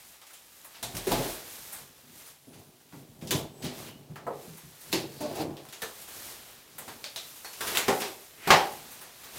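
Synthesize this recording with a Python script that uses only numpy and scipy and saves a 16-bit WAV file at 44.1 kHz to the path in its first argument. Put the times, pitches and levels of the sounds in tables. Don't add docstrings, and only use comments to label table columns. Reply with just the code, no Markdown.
import sys
import numpy as np
from scipy import signal
from scipy.fft import rfft, irfft, next_fast_len
from scipy.io import wavfile
from scipy.ndimage import map_coordinates

SR = 44100
rng = np.random.default_rng(int(sys.argv[2]) if len(sys.argv) > 2 else 0)


def unload_wav(signal):
    wavfile.write(
        sys.argv[1],
        SR,
        np.round(np.clip(np.atleast_2d(signal).T, -1, 1) * 32767).astype(np.int16),
    )


def voltage_ratio(level):
    return 10 ** (np.asarray(level, float) / 20)


N = 413658
SPAN = 32768

# pitch_hz, time_to_fall_60_db_s
ROOM_DECAY = [(60, 0.1489), (150, 0.3057), (500, 0.49717), (1500, 0.31804), (4000, 0.34275),
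              (8000, 0.27328), (16000, 0.1174)]
# pitch_hz, level_db
HUSH_COLOUR = [(15, -33.5), (25, -16.5), (129, -2.5), (291, -37.5), (460, -11), (1150, -2.5), (1460, -1),
               (3030, 9.5), (6110, 6), (13400, 1), (15700, 6)]
HUSH_DB = -66
# pitch_hz, gain_db
MIC_RESPONSE = [(20, -20), (40, 0), (13000, 0), (15000, 2.5), (15900, -1)]
TOP_HZ = 15950

# time_s, suit_rustle_db, fibre_scrape_over_rustle_db
MOTION = [(0.0, -52, -3.5), (0.26, -59.5, -3.5), (0.78, -56, -0.5), (1.0, -48, -2), (1.45, -47, -3),
          (1.8, -48, -4), (1.93, -61, 0.5), (2.28, -51, -4.5), (2.42, -73, 4), (4.2, -70.5, 1.5),
          (4.44, -54.5, -1), (5.25, -60.5, -5.5), (5.52, -67, 3), (6.25, -45.5, -1.5), (6.64, -64, 7),
          (7.14, -56.5, -2.5), (7.5, -54, -3.5), (9.3, -54, -1)]
# peak_s, rustle_db, fibre_scrape_over_rustle_db, rise_s_per_10_db, fall_s_per_10_db
CRUMB_SHOWERS = [(1.13, -36.5, 3, 0.04326, 0.1708), (2.6, -59, -2.5, 0.2659, 0.153),
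                 (3.0, -59.5, -2.5, 0.2158, 0.1586), (3.37, -42, -19.5, 0.07758, 0.0649),
                 (3.79, -50.5, 1, 0.1262, 0.1349), (3.89, -55.5, 7, 0.1663, 0.0343),
                 (4.93, -49.5, -1, 0.1357, 0.3487), (5.42, -47, 6.5, 0.09258, 0.0248),
                 (5.88, -53, -15, 0.2076, -0.7883), (6.9, -51.5, -3, 0.179, -0.272),
                 (7.27, -50, -4.5, 0.1667, 0.8757), (7.68, -37.5, -2, 0.06146, 0.2698),
                 (7.86, -43.5, -19, 0.088, 0.2133), (7.99, -45, -12, 0.0529, 0.1454),
                 (8.52, -34, -14, 0.02876, -0.0853), (8.64, -53, 4, 0.0619, 0.6934),
                 (9.38, -44.5, 0.5, 0.0637, 0.08)]
# peak_s, panel_groan_db, joist_boom_db, rise_s_per_10_db, fall_s_per_10_db
STRAINS = [(0.89, -66.5, -53.5, 0.0628, 0.3115), (0.99, -47.5, -66.5, 0.0585, 0.2583),
           (1.13, -50.5, -31.5, 0.03085, 0.065), (1.24, -36.5, -49.5, 0.0996, 0.1014),
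           (1.84, -67.5, -64.5, 0.0414, 0.22), (2.1, -67, -62.5, 0.3217, 0.4059),
           (2.56, -54.5, -53.5, 0.06267, 0.169), (3.03, -61.5, -56, 0.1209, 0.5),
           (3.36, -35.5, -35, 0.06339, 0.0888), (3.66, -41, -47, 0.0467, 0.1303),
           (3.8, -52.5, -49, 0.157, 0.3534), (4.33, -50, -48.5, 0.1275, 0.1157),
           (4.46, -53, -68.5, 0.1025, 0.0753), (4.99, -40.5, -37, 0.04823, 0.0843),
           (5.25, -43, -56, 0.0649, 0.2325), (5.41, -34.5, -38.5, 0.07657, 0.1107),
           (5.51, -47, -37.5, 0.058, 0.0277), (6.22, -62.5, -84, 0.353, 0.5),
           (6.88, -57, -56, 0.1574, -0.1907), (7.73, -43, -70, 0.07906, 0.2269),
           (7.93, -56, -48.5, 0.0645, 0.02), (8.1, -48, -59, 0.098, 0.0983),
           (5.7, -71.5, -56.5, 0.0524, -0.0024), (7.62, -58.5, -57.5, 0.0302, 0.0575),
           (8.38, -61.5, -68.5, 0.0753, 0.34), (8.62, -48, -52.5, 0.0648, 0.1992)]
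# pitch_hz, level_db
SUIT_COLOUR = [(1500, -7), (3500, -4), (6000, 1.5), (9000, 2), (13500, 3), (15800, -6)]
# pitch_hz, level_db
FIBRE_COLOUR = [(500, -1), (1200, -1.5), (2200, -2.5), (4000, -2.5), (6000, -7.5), (9000, -13)]
# pitch_hz, width_hz, level_db
PANEL_MODES = [(312.44, 50.99, 1), (404, 114.67, 2), (645.5, 117.2, -1), (814.3, 183.17, -4.5),
               (1193.2, 196.4, -21.5)]
# pitch_hz, width_hz, level_db
JOIST_MODES = [(41.51, 13.31, -13.5), (98.45, 22.82, -4.5), (141.17, 20.46, 2.5), (246, 60.57, -3.5)]

# peak_s, level_db, pitch_hz, width_hz, fall_s_per_10_db
SQUEALS = [(2.53, -63, 9880, 150, -0.2031), (3.635, -52, 7978, 150, 0.0872),
           (3.66, -46.5, 3002, 249.6, -0.0328), (3.67, -47, 3544, 250.6, -0.0032),
           (3.76, -48.5, 3580, 150, -0.0028), (3.87, -51, 3811, 701.5, 0.0135),
           (3.91, -52, 2951, 199.6, 0.0655), (5.24, -45, 4507, 892.9, 0.1145),
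           (5.41, -39.5, 4308, 1095, 0.0303), (7.79, -31.5, 2197, 1199, 0.0909),
           (8.52, -25, 2103, 897.5, 0.0599), (5.835, -37.5, 1501, 896.9, 0.0154)]
SQUEAL_RISE = 0.7301
# start_s, level_db, pitch_woken_most_hz, loss_away_from_it_db_per_octave
BAR_TAPS = [
    (2.478, -58.5, 9880, 28),
    (3.0, -67, 14800, 16),
    (3.64, -47.5, 9880, 27),
    (7.451, -42, 4590, 10),
    (7.675, -39, 9880, 16.5),
]
# pitch_hz, time_to_fall_60_db_s
BAR_MODES = [(2600, 0.1009), (4390, 0.3624), (5720, 0.0972), (9880, 0.3414), (14700, .16)]
# start_s, peak_db, pitch_hz, time_to_fall_60_db_s
WOOD_RINGS = [(1.07, -18.5, 386, 0.0878), (1.12, -23, 501.3, 0.1109), (1.12, -31, 688.7, 0.312),
              (1.121, -28, 123.9, 0.2985), (1.19, -30.5, 558.9, 0.2443), (1.29, -37.5, 642.2, 0.1904),
              (2.93, -49, 300.1, 0.191), (2.93, -52.5, 897.6, 0.2062), (2.03, -53, 249.6, 0.5067),
              (4.095, -28, 154.2, 0.1719), (4.268, -30.5, 998.9, 0.0954), (4.32, -36, 419.9, 0.308),
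              (4.471, -39, 158.3, 0.2343), (5.207, -30, 606.9, 0.317), (5.21, -38, 885.8, 0.3104),
              (5.21, -33, 289.8, 0.4164), (5.25, -34.5, 600.4, 0.2553), (5.39, -34.5, 772.4, 0.2942),
              (5.4, -30, 333.4, 0.2967), (5.45, -31.5, 329.9, 0.3951), (5.82, -37.5, 1750, 0.203),
              (7.61, -36, 1600, 0.1666), (7.882, -25, 404, 0.3233), (7.882, -24.5, 532.4, 0.374),
              (7.884, -25, 770, 0.3721), (7.884, -32.5, 888.1, 0.364), (8.02, -37, 400.4, 0.3852),
              (7.882, -26.5, 214.4, 0.2881), (8.472, -25.5, 389.7, 0.214), (8.472, -28, 199.1, 0.2115),
              (8.506, -21, 170.1, 0.2874), (8.56, -26.5, 811.3, 0.5155), (0.83, -39.5, 120.8, 0.4087),
              (3.32, -34, 996.9, 0.218), (4.268, -32.5, 701.6, 0.1998), (4.27, -36, 1297, 0.1519),
              (5.822, -36.5, 449, 0.203), (7.16, -48, 599.5, 0.1993), (1.13, -27.5, 260.4, 0.4026)]
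# pitch_hz, level_db, time_to_fall_60_db_s
OFFCUT_MODES = [(340.31, -17, 0.7064), (734, -6, 0.3067), (790.83, -11.5, 0.585), (1225, -3, 0.281),
                (1365.7, -6.5, 0.1581), (1806, -7.5, 0.233), (1960, -7, 0.3336), (2292.4, -10.5, 0.327),
                (2634.6, -0.5, 0.1468), (2886.1, -5, 0.244), (3649.2, -6, 0.1577), (3879.6, -12, 0.3446),
                (3942.2, -6.5, 0.1592), (4350, -12.5, 0.2426)]
# start_s, level_db
OFFCUT_HITS = [
    (8.473, -37.5),
    (8.506, -24),
    (8.515, -27),
]
# start_s, peak_db, pitch_hz
STAPLES = [
    (4.158, -38, 3039),
    (5.832, -25.5, 1602),
    (7.042, -21, 4545),
    (7.161, -18.5, 3866),
    (7.78, -23.5, 2599),
    (8.022, -24, 2199),
]
# start_s, level_db
PANEL_DROPS = [
    (0.833, -52),
    (.95, -43),
    (1.118, -34),
    (1.22, -43.5),
]

# start_s, peak_db, board_pitch_hz, floor_boom_db
THUDS = [(0.644, -49.5, 915, -23.5), (0.826, -32.5, 699.8, -10.5), (0.945, -21.5, 109.3, -12),
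         (1.07, -15.5, 387.7, -25.5), (1.118, -19, 406.3, -7.5), (2.472, -35.5, 270.1, -12),
         (2.539, -40, 162.5, -16.5), (2.932, -32.5, 145.5, -6.5), (3.225, -26.5, 146.5, -1),
         (3.311, -20.5, 321.4, -9), (3.638, -24, 162, -9), (4.101, -32.5, 151.5, -13),
         (4.266, -23, 474.1, -28.5), (4.48, -31, 160, -7.5), (4.635, -33, 147.9, -19),
         (4.931, -13, 328.5, -13), (5.206, -29.5, 593.2, -18.5), (5.399, -17.5, 308.3, -18.5),
         (5.821, -35.5, 455, -35), (6.877, -34.5, 233.1, -26.5), (7.037, -42, 598.3, -25),
         (7.16, -41, 654.7, -18.5), (7.445, -43, 991, -23), (7.608, -27, 431.1, -35),
         (7.769, -31.5, 419.9, -27), (7.88, -18.5, 424.2, -29), (8.013, -36.5, 372.7, -6.5),
         (8.473, -20, 783, -6), (8.504, -9.5, 771, -15)]
# start_s, peak_db, pitch_hz
OVERTONES = [(0.837, -36.5, 391.9), (0.943, -32.5, 111.3), (1.112, -23.5, 851.9), (2.94, -33, 276.4),
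             (3.636, -25.5, 246), (4.265, -35, 905.1), (4.932, -34, 901.9), (5.206, -20, 245.6),
             (5.245, -25.5, 594.9), (7.88, -18, 755.5), (7.88, -17.5, 232.9), (7.882, -18.5, 388.2),
             (7.894, -20, 801.5), (8.014, -39, 204.8), (8.508, -20.5, 757.7), (8.506, -15, 389.1),
             (8.529, -15.5, 843.9)]
BOARD_T60, OVERTONE_BOOM_DB = 0.060797, -22
# pitch_hz, width_hz, level_db
FLOOR_MODES = [(133.85, 16.9, -5.5), (183.9, 86.93, 6)]

# start_s, peak_db
FIBRE_POPS = [
    (0.9694, -28),
    (1.1203, -9.5),
    (4.929, -21),
    (5.8236, -21),
    (8.021, -13.5),
]
# start_s, peak_db, body_db, top_db
RUBS = [(0.1245, -42.5, -11.5, -13), (0.298, -45.5, -2.5, 1.5), (0.3302, -38, -19.5, -2.5),
        (0.7427, -34, -13, -18.5), (1.2438, -42.5, -15, -9), (1.722, -34.5, -3.5, 6),
        (2.0694, -49, -12, -4), (2.1993, -43, -9.5, -5), (2.259, -42.5, -8, 0.5), (2.529, -42, -10, -9),
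        (2.7997, -51, -9, -1.5), (3.2095, -37.5, -11, -10.5), (3.6203, -28, -17.5, -10),
        (3.6402, -23.5, -16, -12), (3.7575, -44.5, -12.5, -12), (4.5694, -40, -7, 1.5),
        (4.806, -42, -9.5, 3), (5.203, -30, -17, -4.5), (5.35, -31, -14, -5), (6.011, -39.5, -21, 3),
        (6.0758, -36, -9, 0), (7.358, -38.5, -20.5, -0.5), (7.5266, -30, -16.5, -7.5),
        (7.6672, -19.5, -11, -7.5), (7.999, -21.5, -11.5, -5.5), (8.0138, -23, -11, -36),
        (8.9094, -38.5, -7.5, 2.5), (9.0092, -39, -0.5, 1.5), (9.2323, -34.5, -6.5, -4)]
# start_s, peak_db, body_db, top_db,
# first_snap_db
HARD_CRACKS = [(0.2159, -43, -7.5, -9.5, -3), (0.268, -44, -14, -5.5, -2.5), (0.6469, -47.5, -0.5, 7, -5),
               (0.8277, -25.5, -13, -4.5, -9), (0.9477, -30.5, -11, -4.5, -15),
               (0.9687, -27.5, -18.5, -5.5, 0), (1.07, -27, -10, -5.5, -8), (1.1173, -30, -14, -0.5, 3.5),
               (7.447, -36.5, -3, -5, -1), (7.6075, -24, -5.5, -7.5, -10), (7.7505, -20.5, -8.5, -8, -5.5),
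               (7.7722, -18, -12, -4, 3), (7.882, -17, -5.5, -11, -3.5), (8.4734, -21.5, -2, -8, -8.5),
               (8.5044, -5.5, -3, -20, -3.5),
               (2.9248, -49.5, 2, -15, -1), (3.273, -32, -32.5, -10.5, -3),
                  (3.3079, -16, -16.5, -8, -6.5), (4.1584, -42, 5, -7.5, -2), (4.2677, -49.5, 22, -1, -1.5),
                  (4.7205, -54.5, 1.5, -11.5, 1.5), (4.9176, -30.5, -27.5, -6, -12),
                  (4.9282, -16, -16.5, -12, -2), (5.569, -38.5, -16, -17, 1.5),
                  (5.6523, -48, -2.5, -3.5, 0), (5.6878, -40, -16.5, -7.5, 0),
                  (5.7252, -32.5, -13.5, -7.5, -12), (5.8194, -28, -8.5, -3.5, -6.5),
                  (6.7824, -37, -1.5, 4.5, -11.5), (6.8789, -34, -1, -8, -14),
                  (7.042, -30, -18, -13.5, 1.5), (7.161, -26.5, -26.5, -10, -2.5)]
CRACK_S, RUB_S, RUB_SNAP_DB = 0.008, 0.0135, -30


def unit(x):
    return x / np.sqrt(np.mean(x ** 2, axis=-1, keepdims=True) + 1e-20)


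def along(points, hz):
    point_hz, value = np.transpose(points)
    return np.interp(np.log(hz + 1), np.log(point_hz + 1), value)


def resonances(modes, f):
    total = 0
    for k, (centre, width, db) in enumerate(modes):
        drag = 1j * f * width
        total = total + (-1) ** k * voltage_ratio(db) * drag / (centre * centre - f * f + drag)
    return total


def filtered(x, response):
    size = next_fast_len(N + SPAN)
    return irfft(rfft(x, size) * response(np.fft.rfftfreq(size, 1 / SR)), size)[:N]


def causal(db):
    cepstrum = irfft(np.log(voltage_ratio(db) + 1e-6))
    half = len(cepstrum) // 2
    cepstrum[1:half] *= 2
    cepstrum[half + 1:] = 0
    return np.exp(rfft(cepstrum))


def tails(count):
    hz, t, grid = signal.stft(rng.standard_normal((count, SPAN)), SR, nperseg=256)
    fade = voltage_ratio(-60 * t / along(ROOM_DECAY, hz)[:, None])
    tail = signal.istft(grid * fade, SR, nperseg=256)[1][:, :SPAN]
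    return unit(tail) / np.sqrt(SPAN)


def in_room(times, sounds, wet_db, gap_s):
    out, gap = np.zeros(N + 3 * SPAN), round(gap_s * SR)
    wet = signal.fftconvolve(sounds, tails(count=len(times)), axes=1)
    for s, direct, echo in zip(times, sounds, wet):
        at = round(s * SR)
        out[at:at + len(direct)] += direct
        out[at + gap:at + gap + len(echo)] += voltage_ratio(wet_db) * echo
    return out[:N]


def grit(rate, smooth):
    snaps = (rng.random(N) < rate / SR) * rng.standard_normal(N)
    return unit(snaps) + smooth * rng.standard_normal(N)


def flutter(rate):
    knots = rng.standard_normal(int(N * rate / SR) + 4)
    return map_coordinates(knots, [np.arange(N) * rate / SR])


def swells(peak_s, db, rise_s, fall_s):
    dt = np.arange(0, N + 64, 64) / SR - peak_s[:, None]
    rising, falling = -dt / np.abs(rise_s)[:, None], dt / np.abs(fall_s)[:, None]
    shape_db = -10 * np.where(dt < 0, rising, falling)
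    gain = np.sqrt(np.sum(voltage_ratio(db[:, None] + shape_db) ** 2, axis=0))
    return np.interp(np.arange(N) / 64, np.arange(dt.shape[1]), gain)


def hush():
    noise = rng.standard_normal(N)
    return voltage_ratio(HUSH_DB) * unit(filtered(noise, lambda f: voltage_ratio(along(HUSH_COLOUR, f))))


def work():
    s, move_db, fibre_db = np.transpose(MOTION)
    time = np.arange(N) / SR
    rustle = voltage_ratio(np.interp(time, s, move_db))
    rub = voltage_ratio(np.interp(time, s, move_db + fibre_db))

    s, db, fibre_db, rise, fall = np.transpose(CRUMB_SHOWERS)
    rustle = np.hypot(rustle, swells(s, db, rise, fall))
    rub = np.hypot(rub, swells(s, db + fibre_db, rise, fall))

    s, groan_db, boom_db, rise, fall = np.transpose(STRAINS)
    flex, load = swells(s, groan_db, rise, fall), swells(s, boom_db, rise, fall)

    jerk = flutter(16)
    suit = unit(filtered(grit(2500, smooth=1.37), lambda f: voltage_ratio(along(SUIT_COLOUR, f))))
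    scrape = unit(filtered(grit(1500, smooth=1.694), lambda f: voltage_ratio(along(FIBRE_COLOUR, f))))
    groan = unit(filtered(grit(300, smooth=0.9987), lambda f: resonances(PANEL_MODES, f)))
    boom = unit(filtered(grit(80, smooth=0.948), lambda f: resonances(JOIST_MODES, f)))
    rubbing = rustle * voltage_ratio(1.741 * jerk) * suit + rub * voltage_ratio(0.678 * jerk) * scrape
    levering = flex * voltage_ratio(1.237 * flutter(14)) * groan + load * voltage_ratio(1.063 * flutter(9)) * boom
    return rubbing + levering


def squeals():
    before = 8192
    t, out = np.arange(-before, 12288) / SR, np.zeros(N + SPAN)
    for s, db, hz, width, fall in SQUEALS:
        waver = np.cumsum(rng.standard_normal(len(t))) * np.sqrt(2 * np.pi * abs(width) / SR)
        swell_db = -10 * np.abs(t) / abs(fall) / np.where(t < 0, SQUEAL_RISE, 1)
        tone = np.sin(2 * np.pi * hz * t + waver)
        out[round(s * SR) - before:][:len(t)] += voltage_ratio(db + swell_db) * tone
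    return out[:N]


def bar():
    t, out = np.arange(8192) / SR, np.zeros(N + SPAN)
    for s, tap_db, tap_hz, loss in BAR_TAPS:
        for hz, t60 in BAR_MODES:
            db = tap_db - loss * abs(np.log2(hz / tap_hz))
            shake = np.cumsum(rng.normal(0, 0.07795, len(t)))
            tone = np.sin(2 * np.pi * hz * t + shake)
            out[round(s * SR):][:len(t)] += voltage_ratio(db - 0.5 - 60 * t / t60) * tone
    return out[:N]


def rings():
    t, out = np.arange(12288) / SR, np.zeros(N + SPAN)
    offcut = [(s, db + level, hz, t60) for s, db in OFFCUT_HITS for hz, level, t60 in OFFCUT_MODES]
    for s, db, hz, t60 in WOOD_RINGS + offcut:
        waver = np.cumsum(rng.normal(0, 0.040327, len(t)))
        swell = 1 - np.exp(-t * hz / 2.539)
        tone = np.sin(2 * np.pi * hz * t + waver)
        out[round(s * SR):][:len(t)] += voltage_ratio(db - 60 * t / t60) * swell * tone
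    return out[:N]


def staples():
    t = np.arange(1024) / SR
    s, db, hz = np.transpose(STAPLES)[:, :, None]
    pings = voltage_ratio(db - 60 * t / 0.00362) * np.sin(2 * np.pi * hz * t)
    return in_room(s[:, 0], pings, wet_db=1.0, gap_s=0.0025)


def drops():
    t, out = np.arange(SPAN) / SR, np.zeros(N + SPAN)
    heave = np.sin(2 * np.pi * 42 * t) + 0.5 * np.sin(2 * np.pi * 31 * t)
    heave += 0.607 * np.sin(2 * np.pi * 120 * t) * voltage_ratio(-60 * t / 0.2655)
    for s, db in PANEL_DROPS:
        out[round(s * SR):][:SPAN] += voltage_ratio(db - 60 * t / 0.46) * (1 - np.exp(-t / 0.01193)) * heave
    return out[:N]


def thuds():
    t, hz = np.arange(8192) / SR, np.fft.rfftfreq(8192, 1 / SR)
    boom = irfft(resonances(FLOOR_MODES, hz) * resonances([(150, 630, 0)], hz))
    boom = boom / np.abs(boom).max()
    rows, sounds = THUDS + [(*row, OVERTONE_BOOM_DB) for row in OVERTONES], []
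    for s, db, note_hz, boom_db in rows:
        joist = note_hz < 175
        notes = note_hz * np.array([[0.55], [0.75], [1.12], [1.4], [1.85], [2.5]])
        note_db = np.array([[-11], [-7], [-6], [-9], [-13], [-17]])
        levels = voltage_ratio(note_db - 2.462 * joist + rng.normal(0, 1.0, (6, 1)))
        ring = np.sin(2 * np.pi * note_hz * t)
        ring += np.sum(levels * np.sin(2 * np.pi * notes * t), axis=0)
        ring *= voltage_ratio(-60 * t / (BOARD_T60 * (1 + 0.815 * joist)))
        ring *= 1 - np.exp(-t * note_hz / (1.3653 + 1.075 * joist))
        push = voltage_ratio(boom_db + 2.5 - 4.107 * joist) * boom
        sounds.append(voltage_ratio(db - 3.5) * (ring + push))
    return in_room(np.transpose(rows)[0], np.array(sounds), wet_db=2.0, gap_s=0.0050679)


def pops():
    t = np.arange(256) / SR
    push = np.sin(2 * np.pi * 3800 * t) * np.exp(-t / 0.00013615)
    push += 0.5 * np.sin(2 * np.pi * 900 * t) * np.exp(-t / 0.0006304)
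    s, db = np.transpose(FIBRE_POPS)
    snaps = in_room(s, voltage_ratio(db + 0.5)[:, None] * push, wet_db=0.5, gap_s=0.003)
    return filtered(snaps, lambda f: 1j * f / (200 + 1j * f))


def breaks(rows, length, rise_share, gain_db):
    t, hz = np.arange(SPAN) / SR, np.fft.rfftfreq(SPAN, 1 / SR)
    out = np.zeros(N + 2 * SPAN)
    for (s, db, body_db, top_db, snap_db), tail in zip(rows, tails(count=len(rows))):
        u = t / length
        rise = rise_share * voltage_ratio(-snap_db / 2)
        tear = 0.5 * rng.standard_normal(SPAN) * np.exp(-u) * (1 - np.exp(-u / rise))
        build_up = (1 - np.exp(-t / (rise * length + 0.002493))) ** 2
        echo = voltage_ratio(5) * np.linalg.norm(tear) * tail * build_up
        snap = voltage_ratio(snap_db + 3.5) * np.exp(-t / 0.0005242) * np.sign(rng.standard_normal(SPAN))
        clumps = map_coordinates(rng.standard_normal(64), [5 * np.log2(1 + hz / 100)])
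        colour = [(40, body_db - 33), (120, body_db - 12.5), (400, body_db + 5.5), (900, body_db + 11.5),
                  (2000, body_db * 0.5 + 7.0), (3000, 1.008), (4300, 0.255), (5500, -1.991),
                  (7000, top_db * 0.5 + 1), (10000, top_db + 3.5), (16000, top_db + 1.5)]
        response = causal(along(colour, hz) + 1.405 * clumps)
        sound = irfft(rfft(snap + tear + echo) * response)
        out[round(s * SR):][:SPAN] += voltage_ratio(db + gain_db) * sound
    return out[:N]


def cracks():
    rubs = [(*row, RUB_SNAP_DB) for row in RUBS]
    hard = breaks(HARD_CRACKS, CRACK_S, rise_share=0.08842, gain_db=3.5)
    return hard + breaks(rubs, RUB_S, rise_share=0.16784, gain_db=7.0)


def scene():
    background = hush() + work()
    metal_and_wood = squeals() + bar() + rings() + staples()
    blows = drops() + thuds()
    return (background + metal_and_wood + blows + pops() + cracks())[None]


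def top_cut(x):
    return signal.sosfilt(signal.butter(12, 17020, fs=SR, output="sos"), x)


def record(dry):
    x = filtered(dry[0], lambda f: voltage_ratio(along(MIC_RESPONSE, f)))
    x = x / (1 + np.abs(x / 0.52) ** 6) ** (1 / 6)
    x = filtered(x, lambda f: f < TOP_HZ)
    return top_cut(x[None])


dry = scene()
out = record(dry)
unload_wav(out)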